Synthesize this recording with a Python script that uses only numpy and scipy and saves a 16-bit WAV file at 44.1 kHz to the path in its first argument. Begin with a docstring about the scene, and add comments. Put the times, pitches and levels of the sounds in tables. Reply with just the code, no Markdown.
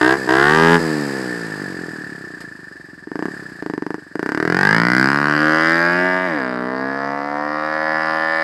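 """Pit bike blipped, then ridden off

A single-cylinder pit bike close by is blipped twice, runs down to idle and is nudged twice,
then pulls away along an open lane, shifts up and climbs in pitch again, far off.
Every firing is a pressure pulse that rings pipe and silencer, with hissing gas around it.
With the throttle shut only soft puffs and engine clatter remain; a faint tail and air noise lie beneath.
"""
import sys
import numpy as np
from scipy import signal
from scipy.fft import irfft
from scipy.io import wavfile
from scipy.ndimage import uniform_filter1d

SR = 44100
rng = np.random.default_rng(int(sys.argv[2]) if len(sys.argv) > 2 else 0)


def transcribe(u):
    """Save the signal u as a 16-bit wav file named by the first command-line argument.

    u: samples, shape (n,) or (channels, n), limited to [-1, 1]; the rate is SR.
    q: integer samples, one column per channel.
    """
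    v = np.clip(np.atleast_2d(u).T, -1, 1)
    q = np.round(v * 32767).astype(np.int16)
    wavfile.write(sys.argv[1], SR, q)


N = 371763
PULSE_SAMPLES = 4096
HZ = np.fft.rfftfreq(PULSE_SAMPLES, 1 / SR)
TIME = np.arange(N) / SR
MID_RATE = 60  # firings per second at which levels are quoted


def amp(db):
    """Decibels to gain."""
    return 10 ** (np.asarray(db) / 20)


def at(table, s):
    """The columns of a curve table at the times s."""
    times, *columns = np.transpose(table)
    return [np.interp(s, times, column) for column in columns]


def read(points, hz):
    """A spectrum in dB on a log-frequency axis."""
    f, db = np.transpose(points)
    return np.interp(np.log(hz + 1), np.log(f), db)


def peak(hz, centre_hz, width_hz, height_db):
    """The dB that one resonance adds to a spectrum."""
    detune = 2 * (hz - centre_hz) / width_hz
    return 10 * np.log10(1 + (amp(height_db) ** 2 - 1) / (1 + detune ** 2))


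# Resonances of the hollow before the microphone. Each row: centre in Hz, width in Hz, height in dB.
PORT = [(1886, 370, 4), (4900, 420, 25)]


def heard(points, hz):
    """A spectrum in dB with the microphone's resonances on it."""
    return read(points, hz) + sum(peak(hz, *mode) for mode in PORT)


def causal(db):
    """Minimum-phase spectrum: with these magnitudes it starts sharply and rings afterwards."""
    nepers = db * np.log(10) / 20
    mirrored = np.r_[nepers, nepers[-2:0:-1]]
    return np.exp(signal.hilbert(mirrored).conj()[:len(db)])


def noise(colour, gate=1):
    """Gated noise of rms 1 that rings in a colour."""
    x = signal.oaconvolve(gate * rng.standard_normal(N), irfft(causal(heard(colour, HZ))))[:N]
    return x / x.std()


def add(mix, s, spectrum):
    """Mixes in a pulse, given by its spectrum, at its exact time."""
    start, fraction = divmod(max(s, 0) * SR, 1)
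    part = mix[int(start):][:PULSE_SAMPLES]
    delayed = spectrum * np.exp(-2j * np.pi * HZ * fraction / SR)
    part += irfft(delayed)[:len(part)]


# Register edges for thump, bark, ring and rasp. Each entry: edge in Hz.
BANDS = [90, 500, 1300, 2300, 12000]


def band_db(spectrum, rate):
    """Levels of thump, bark, ring and rasp when a pulse repeats at this rate."""
    power = abs(spectrum) ** 2 * 2 * rate / (PULSE_SAMPLES * SR)
    return 10 * np.log10(np.add.reduceat(power, np.searchsorted(HZ, BANDS))[:-1])


def scatter(spread_db):
    """No two combustions are alike: a smooth random change of colour."""
    points = np.c_[np.geomspace(100, 12000, 12), rng.standard_normal(12)]
    return spread_db * read(points, HZ)


# Path of the bike. Each row: time in seconds, distance in m.
DISTANCE = [(3.6, 2.12), (4.3, 2.48), (4.8, 5.57), (5.2, 7), (5.6, 8.17), (6.2, 15.7), (7.2, 31),
            (8.43, 21)]


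def place(s):
    """The bike's distance in m, and the view of it: 0 from the side towards 1 from behind."""
    metres, = at(DISTANCE, s)
    return metres, np.clip(1 - DISTANCE[0][1] / metres, 0, 1)


# Throttle twists. Each row: start in seconds, end in seconds, bite in dB, opening time in seconds.
TWISTS = [(0, 0.168, 3, 0.013), (0.27, .79, 2, 0.014), (3.044, 3.303, -6.5, 0.09),
          (3.611, 3.984, -5, 0.0165), (4.124, 8.501, -1, 0.019)]
CLOSE_S = .04
# Bite added to every twist, varying on the ride. Each row: time in seconds, bite in dB.
BITE = [(4.135, -1.5), (4.45, 2), (4.65, 11.5), (4.83, 0.5), (5, 5), (5.2, -5.5), (5.7, -2), (6.25, -13.5),
        (6.42, -8.5), (6.7, -13.5), (7.05, -12), (7.4, -13.5), (8.1, -6.5)]


def grip(s):
    """How far the throttle is open (0-1), and the bite in dB that the twist gives."""
    opening = bite_db = 0
    for start, end, db, open_s in TWISTS:
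        opening = opening + np.clip(np.minimum((s - start) / open_s, (end - s) / CLOSE_S), 0, 1)
        bite_db = bite_db + db * (s >= start) * (s < end)
    return opening, bite_db + at(BITE, s)[0]


# Thump, bark, ring and rasp of a firing. Each row: level in dB at MID_RATE, dB per octave of speed,
# dB from behind, dB per m, share of the bite, dB with the throttle barely open.
REGISTERS = [(-19, 7.5, 0.4, -0.2661, 0.32, -9.5), (-21, 11, -7, 0.2118, 0.48, -16),
             (-17.5, 11, 2.33, -0.2738, 0.78, -17.5), (-35, 11.5, -1, -0.1617, 0.75, -19)]
# Bass lift, added to the thump. Each row: time in seconds, level in dB.
BASS = [(4.135, 4), (4.6, -0.5), (5.2, 0.5), (5.9, -2), (6.6, 0), (7.1, 3.5), (7.6, -5.5), (8.43, -12)]


def power_db(s, rate):
    """Thump, bark, ring and rasp vary with speed, throttle, distance and view."""
    opening, bite_db = grip(s)
    metres, behind = place(s)
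    octaves = np.log2(rate / MID_RATE)
    causes = np.array([np.ones_like(rate), octaves, behind, metres, bite_db, 1 - opening])
    levels = np.array(REGISTERS) @ causes
    levels[0] += at(BASS, s)[0]
    return levels


# Pipe by view. Each row: view from 0 beside to 1 behind, ring height in dB,
# second pulse in dB at MID_RATE, its lag in cycles.
ASPECTS = [(0, 28.5, 1.5, 0.2146), (.3, 24, 1, 0.1326), (.59, 23, 0.5, 0.1375), (.69, 10.5, -29, 0.1295),
           (.72, 17, -10, 0.334), (.78, 16, -12.5, .333), (.86, 18.5, -4.5, .333), (.95, 11.5, 3.5, .335)]
SECOND_DB_PER_OCTAVE = 15.5
RING_HZ, WARM_S, WARM_HZ_PER_S = 1600, 5.5, 60


def pipe(s, rate):
    """The pipe's ring (Hz, dB), climbing as gas heats, and its second pulse (dB, lag in cycles)."""
    ring_db, second_db, lag = at(ASPECTS, place(s)[1])
    ring_hz = RING_HZ + WARM_HZ_PER_S * np.maximum(s - WARM_S, 0)
    return ring_hz, ring_db, second_db + SECOND_DB_PER_OCTAVE * np.log2(rate / MID_RATE), lag


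# Silencer chambers. Each row: centre in Hz, width in Hz, height in dB.
CHAMBERS = [(172.4, 21, 8), (309, 51, 7.5)]


def boom(hz):
    """The dB that the silencer's chambers add, booming on between pulses."""
    return sum(peak(hz, *mode) for mode in CHAMBERS)


def exhaust(turns, rate, throttle, jitter_cycles=.002):
    """One pulse each time the engine completes a cycle."""
    out = np.zeros(N)
    for s in np.interp(np.arange(1, int(turns[-1]) + 1), turns, TIME):
        i = int(s * SR)
        pulse = firing if throttle[i] else puff
        add(out, s + jitter_cycles * rng.standard_normal() / rate[i], pulse(s, rate[i]))
    return out


# Pulse colour from the side. Each row: frequency in Hz, level in dB.
BESIDE = [(40, -25), (90, -13), (150, -8), (280, 3.5), (400, 1.5), (500, 1), (630, 9.5), (860, 10.5),
          (1150, 4), (1400, -14), (1900, -14), (2300, -14.5), (2900, -13), (4000, -32.5), (8000, -19),
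          (15000, -30)]
# Pulse colour from behind. Each row: frequency in Hz, level in dB.
BEHIND = [(40, -113), (85, -24), (130, 5.5), (175, 8.5), (300, 9), (450, 4), (640, 0), (900, -6),
          (1150, -2), (1500, 2.5), (1800, -4.5), (2100, 1), (4000, -25), (6500, -36.5), (11800, -50),
          (14000, -44)]
NOTCH_HZ_PER_M = 97.4  # lowest notch of the road's echo climbs with distance


def firing(s, rate, road=0.48, road_beside=0.015, lead_rad=1.97, third_db=-13, third_lag=.62,
           ring_width_hz=110, uneven_db=0.81, slow_uneven_db=0.3, slow_rate=35, beam=1.34):
    """Blowdown, then weaker or stronger gas pulses in the cycle; all ring the pipe and bounce off the road."""
    ring_hz, ring_db, second_db, lag = pipe(s, rate)
    metres, behind = place(s)
    aim = behind ** beam
    colour = (1 - aim) * heard(BESIDE, HZ) + aim * heard(BEHIND, HZ)
    colour = colour + boom(HZ) + peak(HZ, ring_hz, ring_width_hz, ring_db)

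    # later pulses keep their crank angle, so they favour certain harmonics
    order = HZ / rate
    second = np.exp(1j * (lead_rad - 2 * np.pi * order * lag))
    third = amp(third_db) * np.exp(1j * (lead_rad - 2 * np.pi * order * third_lag))  # dB re second
    echo = (road_beside + road * behind) * np.exp(-1j * np.pi * HZ / (NOTCH_HZ_PER_M * metres))
    pattern = (1 + amp(second_db) * (second + third)) * (1 + echo)

    # load and distance set the strength of each register
    lift_db = power_db(s, rate) - band_db(amp(colour) * pattern, rate)
    corners_hz = np.ravel([np.multiply(BANDS[:-1], 1.15), np.divide(BANDS[1:], 1.15)], "F")
    colour = colour + read(np.c_[corners_hz, np.repeat(lift_db, 2)], HZ)
    return -causal(colour + scatter(uneven_db + slow_uneven_db * (rate < slow_rate))) * pattern


def burst(turns, angle, length):
    """A gate that jumps at one crank angle and dies away (both in cycles)."""
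    return np.exp(-((turns - angle) % 1) / length)


# Gas hiss colour. Each row: frequency in Hz, level in dB.
RASP = [(300, 17.5), (1500, -12), (2500, 3), (4000, 6), (6500, -1), (8000, 5.5), (11500, 5.5), (13000, -2),
        (16000, -29)]


def gas_rush(turns, rate, throttle, rasp_db=-6, rumble_db=-31):
    """Turbulent gas hisses with each pulse and rumbles beneath it while the throttle is open."""
    thump_db, _, _, hiss_db = power_db(TIME, rate)
    _, _, second_db, lag = pipe(TIME, rate)
    second = amp(second_db)
    gate = 0.06 + burst(turns, 0, 0.1) + second * burst(turns, lag, 0.02)
    hiss = noise(RASP, gate / np.hypot(1, second))
    rumble = noise([(20, -7), (70, -38), (200, 5), (600, 62), (2000, -82), (8000, -70)])
    gas = amp(hiss_db + rasp_db) * hiss + amp(thump_db + rumble_db) * rumble
    return uniform_filter1d(throttle, size=200) * gas


def shell(x, shell_db=-9, t60_s=0.056):
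    """The silencer's sheet metal smears each crack by a few milliseconds."""
    t = TIME[:PULSE_SAMPLES]
    taps = rng.standard_normal(len(t)) * amp(-60 * t / t60_s)
    taps = signal.lfilter(*signal.butter(2, 700, "high", fs=SR), taps / np.linalg.norm(taps))
    smear = signal.oaconvolve(x, taps)[:N]
    return (x + amp(shell_db) * smear) / np.hypot(1, amp(shell_db))


def drift(x, beside_db=1.28, behind_extra_db=0.48, frames=25):
    """Moving air and the swaying bike make the colour wander, more so once it is under way."""
    _, s, z = signal.stft(x, SR, nperseg=1024, noverlap=768)
    patches = rng.standard_normal(z.shape)
    for _ in range(2):
        patches = uniform_filter1d(patches, size=5, axis=0)
        patches = uniform_filter1d(patches, size=frames, axis=1)
    _, behind = place(s)
    z = z * amp((beside_db + behind_extra_db * behind) * patches / patches.std())
    return signal.istft(z, SR, nperseg=1024, noverlap=768)[1][:N]


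def coast_db(level, rate):
    """A level that follows the engine's speed alone."""
    db, db_per_octave = level
    return db + db_per_octave * np.log2(rate / MID_RATE)


# Knock colour. Each row: frequency in Hz, level in dB.
CLATTER = [(40, -38), (100, -13), (350, 6), (600, -22.5), (1000, -46), (1450, -2.5), (1770, 12),
           (1900, -3.5), (2200, -28.5), (3000, -64), (8000, -73)]
# Tick colour. Each row: frequency in Hz, level in dB.
TICKING = [(50, -10), (300, 13.5), (1200, 16), (2400, 6.5), (3300, -4), (4300, -5), (5800, -11),
           (7000, -1.5), (8000, 5), (9500, -5.5), (11800, -2), (13000, -21), (16000, -17)]
# Ticks with the throttle shut, beside. The row: level in dB at MID_RATE, dB per octave of speed.
TICK_LEVEL = (-36, 11.66)
# knocks are loudest at this rate, and this much weaker an octave away
CLATTER_DB, CLATTER_RATE, CLATTER_FALL_DB = -31.5, 69.6, 4


def mechanics(turns, rate, throttle, open_throttle_db=-3):
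    """Piston and valves knock at fixed crank angles; they fade as the bike leaves."""
    knock_db = CLATTER_DB - CLATTER_FALL_DB * np.log2(rate / CLATTER_RATE) ** 2
    knocks = noise(CLATTER, 0.2 + burst(turns, 0.0021, 0.48) + 1.2 * burst(turns, 0.22, 0.056))
    ticks = noise(TICKING, 0.67 + .5 * burst(turns, 0.051, 0.28) + burst(turns, 0.26, 0.53))
    near = amp(open_throttle_db * throttle) * DISTANCE[0][1] / place(TIME)[0]
    return near * (amp(knock_db) * knocks + amp(coast_db(TICK_LEVEL, rate)) * ticks)


def verges(x, wet_db=-24, t60_s=.24):
    """Grass banks scatter a faint short tail."""
    t = TIME[:SR // 2]
    taps = rng.standard_normal(len(t)) * amp(-60 * t / t60_s) * (t > .008)
    taps = signal.lfilter(*signal.butter(1, 2500, fs=SR), taps / np.linalg.norm(taps))
    return amp(wet_db) * signal.oaconvolve(x, taps)[:N]


# Puff colour. Each row: frequency in Hz, level in dB.
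PUFF = [(40, -75), (80, -8.5), (150, 3), (300, 3.5), (440, 5), (560, -6.5), (800, -9), (1100, -20),
        (1500, -8.5), (2000, -27.5), (3000, -52), (8000, -71)]
# Puff thump. The row: level in dB at MID_RATE, dB per octave of speed.
PUFF_LEVEL = (-27, 13)


def puff(s, rate, uneven_db=.2, idle_uneven_db=2.3, steady_rate=50):
    """With the throttle shut the exhaust gives one dull puff a cycle, less even near idle."""
    # a slower piston gives a longer, deeper puff
    colour = heard(PUFF, HZ * (steady_rate / rate) ** 0.26) + boom(HZ)
    level_db = coast_db(PUFF_LEVEL, rate) - band_db(amp(colour), rate)[0]
    return causal(colour + level_db + scatter(uneven_db + idle_uneven_db * (rate < steady_rate)))


GEAR_S, GEAR_DB, GEAR_T60_S = 2.405, -37, .17


def gearbox():
    """One short metallic clack near idle: decaying noise in the colour of the ticks."""
    age = TIME - GEAR_S
    return (age > 0) * amp(GEAR_DB - 60 * abs(age) / GEAR_T60_S) * noise(TICKING)


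# Engine speed, gliding by equal ratios. Each row: time in seconds, firings per second.
SPEED = [(0.0, 59.53), (0.149, 68.59), (0.276, 62.25), (0.557, 79.25), (0.752, 85.26), (1.372, 58.26),
         (2.627, 24.67), (3.062, 20.79), (3.295, 37.94), (3.643, 26.33), (3.701, 27.62), (3.794, 22.0),
         (3.944, 27.06), (4.096, 21.01), (4.275, 33.62), (4.752, 55.61), (5.167, 71.48), (5.694, 81.9),
         (6.041, 90.91), (6.257, 92.26), (6.422, 64.46), (6.584, 62.15), (6.896, 67.68), (7.688, 77.43),
         (8.43, 80.71)]
# Air noise colour. Each row: frequency in Hz, level in dB.
AIR = [(20, -49), (60, 22), (150, 21), (500, -29), (1800, -33), (3000, -10), (8000, -18), (16000, -53)]


def scene(air_db=-60):
    """The bike in open air."""
    times, rates = np.transpose(SPEED)
    rate = np.exp(np.interp(TIME, times, np.log(rates)))
    turns = np.cumsum(rate) / SR + .25  # engine cycles
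    throttle = (grip(TIME)[0] > 0).astype(float)
    tailpipe = shell(exhaust(turns, rate, throttle)) + gas_rush(turns, rate, throttle)
    bike = drift(tailpipe) + mechanics(turns, rate, throttle) + gearbox()
    return (bike + verges(bike) + amp(air_db) * noise(AIR))[None]


EDGE_HZ = 15900


def record(dry, drive_db=1, ceiling=.74):
    """The microphone rounds off the loudest peaks; then the band limit."""
    x = amp(drive_db) * dry
    x = x / (1 + (x / ceiling) ** 6) ** (1 / 6)
    lowpass = signal.firwin(511, EDGE_HZ, window=("kaiser", 9), fs=SR)
    return signal.oaconvolve(x, lowpass[None], "same")


dry = scene()
out = record(dry)
transcribe(out)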